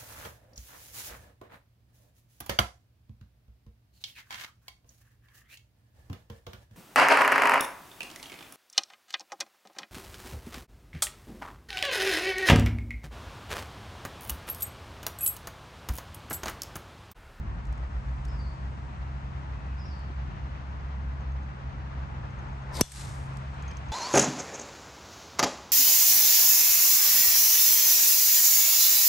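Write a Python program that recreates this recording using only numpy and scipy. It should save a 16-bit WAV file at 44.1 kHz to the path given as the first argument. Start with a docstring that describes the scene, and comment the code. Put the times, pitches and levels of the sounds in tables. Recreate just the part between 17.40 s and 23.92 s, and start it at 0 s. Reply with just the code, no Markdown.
"""A golf club swishes down and its hollow head cracks against a ball; the trees throw the crack back.
The swish is shaped noise, the crack a pressure pulse plus ringing modes, the echoes fading noise.
Before and after, sine-wave engines hum over the shaped noise of far traffic and leaves.
Birds whistle and cry with gliding sines, the club taps the turf, and there are faint ticks and clinks.
A limiter ducks everything for a moment after the crack."""
import sys
import numpy as np
from scipy import signal
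from scipy.fft import irfft, next_fast_len
from scipy.io import wavfile
from scipy.ndimage import uniform_filter1d, minimum_filter1d

SR = 44100
rng = np.random.default_rng(int(sys.argv[2]) if len(sys.argv) > 2 else 0)


def digitize_waveform(pressure):
    """Quantize a signal to 16-bit integers and store it at the path in sys.argv[1].

    Rows of a 2-D input are taken as channels; values are limited to [-1, 1].
    """
    field = np.atleast_2d(pressure).T
    bounded = np.clip(field, -1, 1)
    quanta = np.round(bounded * 32767).astype(np.int16)
    wavfile.write(sys.argv[1], SR, quanta)


N = 287487
T = np.arange(N) / SR   # time of every sample, s
HZ = np.maximum(np.fft.rfftfreq(next_fast_len(N), 1 / SR), 1)   # pitch of every spectrum bin

# How alike left and right are in open air. Each row: frequency in Hz, likeness (1 is identical).
AIR_LIKENESS = [(60, 1), (130, 0.72), (260, 0.68), (450, 0.8), (800, 0.1), (1300, 0.97), (2500, 0.41),
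                (5000, 0.58), (9000, 1), (11500, 1)]
# The same for far tyres. Each row: frequency in Hz, likeness (1 is identical).
TYRE_LIKENESS = [(60, 0.93), (170, 0.7), (500, 0.43), (1450, 0.34), (4180, 0.28), (12100, 0.12)]

# Distant engine running almost steadily. Each row: time in seconds, firing rate in Hz, hum level in dB.
ENGINE = [(0, 66.6, -38.5), (1.5, 66.6, -37), (2.2, 66.7, -33), (3.6, 66.8, -35), (3.9, 67.2, -31),
          (4.1, 66.3, -37.5), (5.6, 66.8, -38.5), (6.15, 67.9, -36.5)]
# The engine's overtones. Each row: multiple of the firing rate, level in dB at the top of the swell.
ENGINE_OVERTONES = [(2, -37.5), (3, -52)]
LOUDEST_S, SWELL_S, SWELL_DB = 5.14, 1, 5   # when the overtones peak, half width and depth of the swell

# Slow swells of the far traffic.
# Each row: time in seconds, rumble level in dB, tyre roar level in dB, tyre hiss level in dB.
TRAFFIC = [(0, -37.5, -49, -60.5), (.55, -38.5, -48.5, -59.5), (1.6, -38.5, -48.5, -59),
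           (2.4, -39.5, -48.5, -58.5), (2.9, -38, -48, -57.5), (3.6, -40, -48, -59), (4.5, -38.5, -47, -58),
           (5.3, -39.5, -46.5, -58.5), (6.5, -40.5, -46, -54.5)]
# Colour of the traffic rumble. Each row: frequency in Hz, relative level in dB.
RUMBLE_COLOUR = [(20, -32), (35, -14), (48, -2), (60, 8.5), (76, -0.5), (105, -2.5), (160, -7.5),
                 (250, -15.5), (340, -22), (600, -49)]
# Colour of the tyre roar. Each row: frequency in Hz, relative level in dB.
ROAR_COLOUR = [(150, -26.5), (300, -4.5), (480, -2.5), (650, 0), (920, 3), (1300, -0.5), (2000, -7),
               (2600, -19.5)]
# Colour of the tyre hiss. Each row: frequency in Hz, relative level in dB.
HISS_COLOUR = [(1000, -6), (2000, 0.5), (2600, 2), (3300, -2.5), (4500, -8), (6500, -14), (9000, -48.5),
               (12000, -31)]

# Rumble under the second vehicle. Each row: frequency in Hz, relative level in dB.
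PASS_COLOUR = [(20, -23.0), (35, -12.5), (50, 9.5), (65, -2.5), (100, -23)]
PASS_S, PASS_HALF_S, PASS_DB = .62, .55, -33   # loudest moment, half length, drone level
PASS_HZ, PASS_RISE_HZ_PER_S = 59.5, 5   # drone pitch at the loudest moment, and its rise

# Gusts in the leaves. Each row: middle in seconds, half length in seconds, level in dB.
GUSTS = [(0.952, 0.65, -74), (2.3, 0.82, -80), (6.396, 1.2, -72.5)]
# Colour of rustling leaves. Each row: frequency in Hz, relative level in dB.
LEAF_COLOUR = [(3000, -18.5), (5000, 2), (7500, 1), (9300, -5.5), (11500, -22)]

# Dry ticks. Each row: start in seconds, level in dB.
TICKS = [(0.252, -55.5), (.269, -60), (.325, -52), (0.377, -58), (0.851, -46), (.883, -57), (2.591, -61),
         (5.937, -56), (5.970, -46.5), (6.142, -61)]
# Colour of a tick. Each row: frequency in Hz, relative level in dB.
TICK_COLOUR = [(1200, -14), (2000, 4), (4500, 3), (7000, 5), (9000, -0.5), (11500, -5), (13500, -27)]

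# Two calls of a small bird, each a curve.
# Each row of a curve: time in seconds, pitch in Hz, level in dB before the wood.
BIRD_CALLS = [
    [(.862, 4400, -61), (.876, 4600, -57), (.891, 5400, -51), (.908, 5100, -57), (.935, 5300, -60),
     (.965, 5000, -66), (.988, 4850, -58), (1.01, 4500, -54), (1.025, 4600, -62), (1.045, 4450, -57),
     (1.07, 4400, -59), (1.085, 4350, -68)],
    [(2.365, 4400, -70), (2.395, 5400, -57), (2.42, 4880, -59), (2.443, 5000, -68), (2.465, 5550, -56),
     (2.49, 5000, -56), (2.53, 4620, -55), (2.59, 4520, -60), (2.63, 4430, -70)],
]
# Arched whistles far off in the trees. Each row: start in seconds, length in seconds, top pitch in Hz,
# share of the pitch lost at the ends, level in dB before the wood.
FAR_WHISTLES = [(2.12, .13, 2580, .04, -66), (2.24, .15, 2860, .03, -68), (2.24, .18, 2540, .03, -66),
                (2.39, .085, 2780, .12, -64), (2.96, .12, 2860, .03, -68), (6.235, .07, 2480, .08, -57.5),
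                (6.25, .055, 3430, .06, -62), (6.275, .05, 3200, .04, -63), (6.32, .04, 3330, .08, -62),
                (6.31, .055, 2400, .08, -53.5)]
# Nasal, arched cries of far birds.
# Each row: start in seconds, length in seconds, top pitch in Hz, level in dB before the wood.
CRIES = [(6.14, .19, 830, -63), (6.225, .135, 635, -55)]
# The partials of a cry. Each row: multiple of its pitch, relative level in dB.
CRY_PARTIALS = [(3, 0), (4, -2), (5, -11)]
CRY_SAG = .13   # share of its pitch that a cry loses at its ends

# Colour of a soft tap on turf. Each row: frequency in Hz, relative level in dB.
TURF_COLOUR = [(60, -20), (200, -2), (290, 0), (450, -7), (800, -22)]

# Light metal clinks, as of clubs in a bag. Each row: start in seconds, base level in dB,
# share of the ring time left by damping, pitch of the snap in Hz.
CLINKS = [(3.807, -61, .5, 6500), (3.919, -61, 0.4, 6600), (4.03, -65, 0.6, 6400), (4.905, -64, 0.55, 6400),
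          (4.989, -58, .5, 6500), (5.086, -60, .4, 6500), (5.13, -63, 0.38, 6500), (5.22, -60, 0.44, 6400),
          (6.2236, -41, 0.04, 6850), (6.2804, -46, 0.89, 6400), (6.312, -41.5, 0.04, 5300),
          (6.3346, -55, .15, 6300), (6.370, -41, 0.14, 6250), (6.4866, -55, 0.4, 6400)]
# Modes of the metal that clinks.
# Each row: frequency in Hz, level in dB over the clink's base, undamped time to fall 60 dB in seconds.
METAL_MODES = [(5950, -17, 0.037), (6310, -6, 0.2), (6480, 2, .04), (7200, -24, 0.034)]

# Colour of the swish. Each row: frequency in Hz, relative level in dB.
SWISH_COLOUR = [(150, -24), (400, 6), (1000, 4), (2200, -15), (3400, -4.5), (4600, -4.5), (6300, -7.5),
                (8200, -6), (10400, -9), (12000, -10.5), (13000, -30), (15000, -33.5)]
# Colour of the gust pushed by the head. Each row: frequency in Hz, relative level in dB.
GUST_COLOUR = [(60, -7.0), (200, -3), (450, 8), (950, 5.5), (1600, -8.5), (3300, -10.0), (6500, -21),
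               (9000, -30)]
SWISH_DB = -40   # at full speed
# the club gathers speed, keeps it through the ball and slows in the follow-through
SWING_START_S, SPEED_UP_S, FULL_SPEED_S, SLOW_DOWN_S = 5.302, .056, 0.092, 0.2

STRIKE_S = 5.4106   # the face meets the ball
# The pressure pulse of the contact. Each row: frequency in Hz, relative level in dB.
CONTACT_COLOUR = [(30, -16.5), (90, -6.5), (240, -1), (450, -6), (900, -17), (1600, -23), (2400, -25.5),
                  (3400, -33), (4700, -21.5), (6500, -23.5), (8000, -24), (11300, -15), (12600, -24),
                  (13500, -50)]
LAG_CYCLES = .91   # each frequency of the pulse arrives about this many of its own cycles late
# Modes of the hollow club head. Each row: frequency in Hz, relative level in dB,
# time to fall 60 dB in seconds, lag in seconds before the mode speaks.
HEAD_MODES = [(932, -32, .03, .0005), (1830, -27, .014, .002), (2300, -30, .014, .002),
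              (2765, -25.5, .024, .0005), (2980, -54, .15, .0005), (3445, -46.5, .2, .0005),
              (3530, -54, .17, .0005), (4240, -34, .03, .0005), (4275, -51, .15, .0005),
              (4570, -30, .02, .0005), (5500, -18, .018, .002), (5870, -10.5, .015, .002),
              (6024, -48, .15, .0005), (6240, -48, .15, .0005), (6440, -29, .028, .002),
              (6490, -48, .15, .0004), (7560, -32, .03, .0005), (7677, -47, .15, .0005),
              (8290, -25, .024, .0005), (8510, -48, .15, .0005), (8980, -29, .025, .0005),
              (10850, -24, .018, .0005), (11400, -21, .014, .0004), (15200, -35, .007, .0001)]
# Colour of the crack sent back by turf and trees. Each row: frequency in Hz, relative level in dB.
ECHO_COLOUR = [(300, -27), (900, 7), (1700, 7), (2600, 6), (4200, 8.5), (6300, 8.5), (8500, 8.5),
               (10400, 5), (11700, -1), (13000, -32)]
# Colour of the echo from one trunk. 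Each row: frequency in Hz, relative level in dB.
BARK_COLOUR = [(600, -14), (1700, 3), (3000, -3), (5000, -1), (8500, 5), (11500, 0), (13000, -13),
               (15500, -16)]

PORT_HZ, PORT_WIDTH_HZ = 10150, 1200   # resonance of the left microphone port
CEILING_DB, CUTOFF_HZ = -1.6, 15800   # the limiter's ceiling, the pitch above which the sound is cut


def from_db(db):
    """Turn decibels into gain."""
    return 10 ** (np.asarray(db) / 20)


def rms_one(x):
    """Scale to an rms (average strength) of 1."""
    return x / np.sqrt(np.mean(x ** 2) + 1e-20)


def in_time(rows):
    """Draw the columns of a table as curves, sample by sample."""
    s, *columns = np.transpose(rows)
    return [np.interp(T, s, c) for c in columns]


def at_hz(points):
    """Join the points of a spectrum on a log frequency axis."""
    hz, value = np.transpose(points)
    return np.interp(np.log(HZ), np.log(hz), value)


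def colour(points):
    """Gain at every frequency; above its last point a spectrum falls steeply."""
    return from_db(at_hz(points)) * np.minimum(1, points[-1][0] / HZ) ** 20


def to_time(spectrum):
    """The waveform of a complex spectrum."""
    return irfft(spectrum, next_fast_len(N))[..., :N]


def white():
    """The spectrum of fresh white noise."""
    return rng.standard_normal(len(HZ)) + 1j * rng.standard_normal(len(HZ))


def drift(rate):
    """Random wandering of rms 1, no faster than about this rate in Hz."""
    return rms_one(to_time(white() / (1 + (HZ / rate) ** 4)))


def narrow_noise(hz, width_hz):
    """Noise in a narrow band around a pitch that may move: two drifts carried by sine and cosine."""
    phase = 2 * np.pi * np.cumsum(hz * np.ones(N)) / SR
    return drift(width_hz) * np.sin(phase) + drift(width_hz) * np.cos(phase)


def pan(left_db):
    """Channel gains for a left-right level difference."""
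    return from_db(np.array([[left_db], [-left_db]]) / 2)


def air_noise(spectrum, likeness=AIR_LIKENESS, lag_s=0):
    """Coloured stereo noise of rms 1, mixed from a shared and an opposed part; the right may lag."""
    alike = np.clip(at_hz(likeness), -1, 1)
    mid = np.sqrt(1 + alike) * white()
    side = np.sqrt(1 - alike) * white()
    late = np.exp(-2j * np.pi * HZ * lag_s)
    return rms_one(to_time(colour(spectrum) * np.array([mid + side, (mid - side) * late])))


def decay(start, t60, rise):
    """An envelope that swells from its start and falls 60 dB in t60 seconds."""
    age = np.maximum(T - start, 0)
    return (1 - np.exp(-age / rise)) * from_db(-np.minimum(60 * age / t60, 200))


def add(out, start, hz, level_db, t60):
    """Add one struck mode, a dying sine, to a channel."""
    first = int(start * SR)
    age = T[:min(int(2 * t60 * SR), N - first)]
    swell = 1 - np.exp(-age / .0003)
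    fade = np.exp(-np.log(1000) * age / t60)
    out[first:first + len(age)] += swell * from_db(level_db) * fade * np.sin(2 * np.pi * hz * age)


def scattered(sound, t60, rise):
    """Dense reflections of a sound, unrelated left and right, from random fading echo paths."""
    paths = (rng.standard_normal((2, N)) * decay(0, t60, rise))[:, :SR]
    return signal.fftconvolve(sound[None], rms_one(paths) / np.sqrt(SR), axes=1)[:, :N]


def engine(waver_db=1.44, waver_rate=2.4, jitter=0.00686):
    """Three harmonics of the firing rate, wavering on their way through the air."""
    hz, hum_db = in_time(ENGINE)
    phase = 2 * np.pi * np.cumsum(hz * (1 + jitter * drift(3.53))) / SR
    swell_db = SWELL_DB * (np.exp(-((T - LOUDEST_S) / SWELL_S) ** 2) - 1)
    harmonics = [(1, hum_db)] + [(multiple, db + swell_db) for multiple, db in ENGINE_OVERTONES]
    hum = 0
    for multiple, db in harmonics:
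        hum = hum + from_db(db + waver_db * drift(waver_rate)) * np.sin(multiple * phase)
    return hum


def traffic(lumpy_db=1.0, flutter_db=0.8, roar_lag_s=0.00045):
    """An uneven rumble under the roar and hiss of far tyres on the left, each swelling slowly."""
    rumble_db, roar_db, hiss_db = in_time(TRAFFIC)
    rumble = from_db(rumble_db + lumpy_db * drift(4.4)) * air_noise(RUMBLE_COLOUR)
    roar = from_db(roar_db) * air_noise(ROAR_COLOUR, TYRE_LIKENESS, roar_lag_s)
    hiss = from_db(hiss_db) * air_noise(HISS_COLOUR, TYRE_LIKENESS, roar_lag_s)
    return rumble + from_db(flutter_db * drift(19)) * (roar + hiss) * pan(2.43)


def passing_vehicle(rumble_db=-7):
    """A second vehicle: a slowly rising drone with a rumble beneath it, swelling and fading."""
    hz = PASS_HZ + PASS_RISE_HZ_PER_S * (T - PASS_S)
    drone = np.sin(2 * np.pi * np.cumsum(hz) / SR)
    rumble = from_db(rumble_db) * air_noise(PASS_COLOUR)   # relative to the drone
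    nearness = 1 / (1 + ((T - PASS_S) / PASS_HALF_S) ** 4)
    return from_db(PASS_DB) * nearness * (drone + rumble)


def leaves(calm_db=-78):
    """A faint hiss whose power swells with each gust."""
    power = from_db(calm_db) ** 2
    for middle, half, db in GUSTS:
        power = power + from_db(db) ** 2 * np.exp(-((T - middle) / half) ** 2)
    return np.sqrt(power) * air_noise(LEAF_COLOUR)


def ticks():
    """Tiny dry snaps: very short bursts of bright noise."""
    snaps = sum(from_db(db) * decay(s, t60=.025, rise=.0004) for s, db in TICKS)
    return snaps * air_noise(TICK_COLOUR)


def whistle(hz, warble):
    """A sine on a slightly unsteady pitch."""
    return np.sin(2 * np.pi * np.cumsum(hz * (1 + warble * drift(91))) / SR)


def through_wood(song, flutter_db, direct_db, wet_db, wood_t60):
    """Birdsong broken up and blurred by the wood: flutter, plus scattered reflections."""
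    song = song * from_db(flutter_db * drift(40))
    return from_db(direct_db) * song + from_db(wet_db) * scattered(song, wood_t60, rise=0.015)


def small_bird(echo_s=.19, echo_db=-19):
    """A thin, warbling whistle that scoops up and slides down; the tree line answers with a copy."""
    song = 0
    for call in BIRD_CALLS:
        hz, db = in_time(call)
        singing = (T > call[0][0]) * (T < call[-1][0])
        song = song + singing * from_db(db) * whistle(hz, warble=.023)
    song = song + from_db(echo_db) * np.roll(song, int(echo_s * SR))
    return through_wood(song, flutter_db=3, direct_db=-5, wet_db=-5, wood_t60=.55)


def arch(start, length, top_hz, sag):
    """Pitch and loudness of a call that rises to its middle and falls again."""
    offset = np.clip(2 * (T - start) / length - 1, -1, 1)
    return top_hz * (1 - sag * offset ** 2), np.sqrt(1 - offset ** 2)


def far_birds():
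    """Faint arched whistles of one sine each, and nasal cries of several high partials."""
    song = 0
    for start, length, top_hz, sag, db in FAR_WHISTLES:
        hz, loudness = arch(start, length, top_hz, sag)
        song = song + from_db(db) * loudness * whistle(hz, warble=.009)
    for start, length, top_hz, db in CRIES:
        hz, loudness = arch(start, length, top_hz, CRY_SAG)
        for multiple, partial_db in CRY_PARTIALS:
            song = song + from_db(db + partial_db) * loudness * whistle(multiple * hz, warble=.008)
    return through_wood(song, flutter_db=3.0, direct_db=-1.5, wet_db=-8, wood_t60=.5)


def sole_tap(start=2.7, level_db=-42, t60=0.093):
    """The club is set down softly on the turf behind the ball: a short, dull burst of noise."""
    return from_db(level_db) * decay(start, t60, rise=0.0009) * air_noise(TURF_COLOUR)


def clinks(snap_db=-7.5, snap_t60=0.026, snap_width_hz=560, click_db=-4):
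    """Each touch snaps at a pitch of its own and rings the metal's modes with strengths of its own."""
    click = from_db(click_db) * rms_one(to_time(white() * colour(TICK_COLOUR)))
    flutter = drift(snap_width_hz) + 1j * drift(snap_width_hz)
    out = np.zeros(N)
    chances_db = rng.normal(0, 1.5, (len(CLINKS), len(METAL_MODES)))
    for (s, db, free, snap_hz), chance_db in zip(CLINKS, chances_db):
        # the flutter moved up to the snap's pitch is a narrow band of noise
        snap = (flutter * np.exp(2j * np.pi * snap_hz * T)).real + click
        out += from_db(db + snap_db) * decay(s, snap_t60, rise=.0004) * snap
        for (hz, mode_db, t60), own_db in zip(METAL_MODES, chance_db):
            add(out, s, hz, db + mode_db + own_db, t60 * free)
    return out


def shaft_whistle(level_db=-50.5, end_hz=3500, fall_hz_per_s=24000, width_hz=800):
    """The eddies sing in a narrow band that slides down as the club sweeps towards the ball."""
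    hz = end_hz + fall_hz_per_s * np.clip(STRIKE_S - T, 0, FULL_SPEED_S)
    return from_db(level_db) * (hz / end_hz) ** 2 * narrow_noise(hz, width_hz)


def swish(push_db=-33.5, push_s=0.02, flutter_db=2):
    """Eddies shed by the shaft hiss with the cube of its speed; the head pushes a low gust."""
    turning_points_s = np.cumsum([SWING_START_S, SPEED_UP_S, FULL_SPEED_S, SLOW_DOWN_S])
    speed = np.interp(T, turning_points_s, [0, 1, 1, 0])
    eddies = speed ** 3 * from_db(flutter_db * drift(120))
    hiss = eddies * (from_db(SWISH_DB) * air_noise(SWISH_COLOUR) + shaft_whistle()) * pan(4.0)
    # the gust grows as the head nears the ball and fades after it
    nearness = np.exp(-abs(T - STRIKE_S) / push_s)
    return hiss + from_db(push_db) * nearness * air_noise(GUST_COLOUR)


def head_whoosh(level_db=-40, whoosh_hz=960, width_hz=110, rise_db_per_s=130, octave_db=-7):
    """The thick head sheds slower eddies: a hollow whoosh that grows until the ball is met."""
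    nearness = from_db(-rise_db_per_s * abs(STRIKE_S - T)) * (T < STRIKE_S)
    eddies = narrow_noise(whoosh_hz, width_hz)
    octave = from_db(octave_db) * narrow_noise(2 * whoosh_hz, 4 * width_hz)
    return from_db(level_db) * nearness * (eddies + octave) * pan(3.0)


def contact(start, smear_s=.00025, smear_hz=6350):
    """One pressure pulse whose lows lag by a cycle or so: a crack that falls into a thump."""
    smear = smear_s * np.sin(np.pi / 2 * HZ / smear_hz) ** 2
    delay = LAG_CYCLES / np.maximum(HZ, 30) + smear
    # adding up the delay over frequency gives the phase that causes it
    phase = 2 * np.pi * (HZ * start + np.cumsum(delay) * SR / next_fast_len(N))
    return to_time(colour(CONTACT_COLOUR) * np.exp(-1j * phase))


def strike(blow_db=17, pulse_db=27, ring_db=0, scatter_db=-26.5, scatter_t60=0.03,
           port_lag_s=.000032, after_db=-22, after_t60=.24):
    """The contact pulse, the ringing head, a scatter off the turf and an afterglow from the ground."""
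    pulse = contact(STRIKE_S)
    # the head's modes reach the left port of the microphone first
    ring = np.zeros((2, N))
    for hz, level_db, t60, lag in HEAD_MODES:
        add(ring[0], STRIKE_S + lag, hz, level_db, t60)
        add(ring[1], STRIKE_S + lag + port_lag_s, hz, level_db, t60)
    ring = ring + from_db(after_db) * scattered(ring[0], after_t60, rise=.004)
    scatter = from_db(scatter_db) * decay(STRIKE_S, scatter_t60, rise=0.0001) * air_noise(ECHO_COLOUR)
    # blow_db lifts all three parts together
    return from_db(blow_db) * (from_db(pulse_db) * pulse + from_db(ring_db) * ring * pan(2.92) + scatter)


def trees(near_db=-34, near_t60=0.82, far_db=-36, far_t60=0.67, far_delay_s=0.082):
    """Trunks and leaves return the crack as lumpy, fading noise, first close by, then the tree line."""
    near = from_db(near_db) * decay(STRIKE_S, near_t60, rise=0.007)
    far = from_db(far_db) * decay(STRIKE_S + far_delay_s, far_t60, rise=0.0036)
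    lumps = from_db(1.5 * drift(250))
    return np.hypot(near, far) * lumps * air_noise(ECHO_COLOUR) * pan(2.0)


def trunk_echo(delay_s=.1075, level_db=-20, t60=.028):
    """A nearby trunk sends back one distinct, bright echo, made as a short burst of noise."""
    return from_db(level_db) * decay(STRIKE_S + delay_s, t60, rise=.0012) * air_noise(BARK_COLOUR)


def scene():
    """The shot amid the sounds of the course."""
    background = engine() + traffic() + passing_vehicle() + leaves()
    details = ticks() + small_bird() + far_birds() + sole_tap() + clinks()
    shot = swish() + head_whoosh() + strike() + trees() + trunk_echo()
    return background + details + shot


def left_port(x):
    """The port's resonance turns the phase of the left side's treble and leaves its level alone."""
    b, a = signal.iirnotch(PORT_HZ, PORT_HZ / PORT_WIDTH_HZ, fs=SR)
    # twice the notch minus the direct sound passes every pitch equally loud
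    return np.array([signal.lfilter(2 * b - a, a, x[0]), x[1]])


def limiter(x, hold_s=0.11, release_s=0.05):
    """Gain drops just ahead of a peak, is held, and then creeps back."""
    peak_db = 20 * np.log10(abs(x).max(axis=0) + 1e-9)
    over_db = np.maximum(peak_db - CEILING_DB, 1e-9)
    hold = int(hold_s * SR) // 2 * 2 + 1   # in samples, an odd number
    ahead = SR // 1500   # look-ahead in samples
    held_db = -minimum_filter1d(-over_db, hold, origin=hold // 2)
    # the cut, in dB, dies away exponentially
    cut_db = np.exp(np.maximum.accumulate(np.log(held_db) + T / release_s) - T / release_s)
    return x * from_db(-uniform_filter1d(np.roll(cut_db, -ahead), ahead))


def record(dry):
    """The microphone ports take the sound in; the limiter tames the crack; the top is cut."""
    low_pass = signal.firwin(101, CUTOFF_HZ, fs=SR)
    return signal.fftconvolve(limiter(left_port(dry)), low_pass[None], mode="same", axes=1)


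dry = scene()
out = record(dry)
digitize_waveform(out)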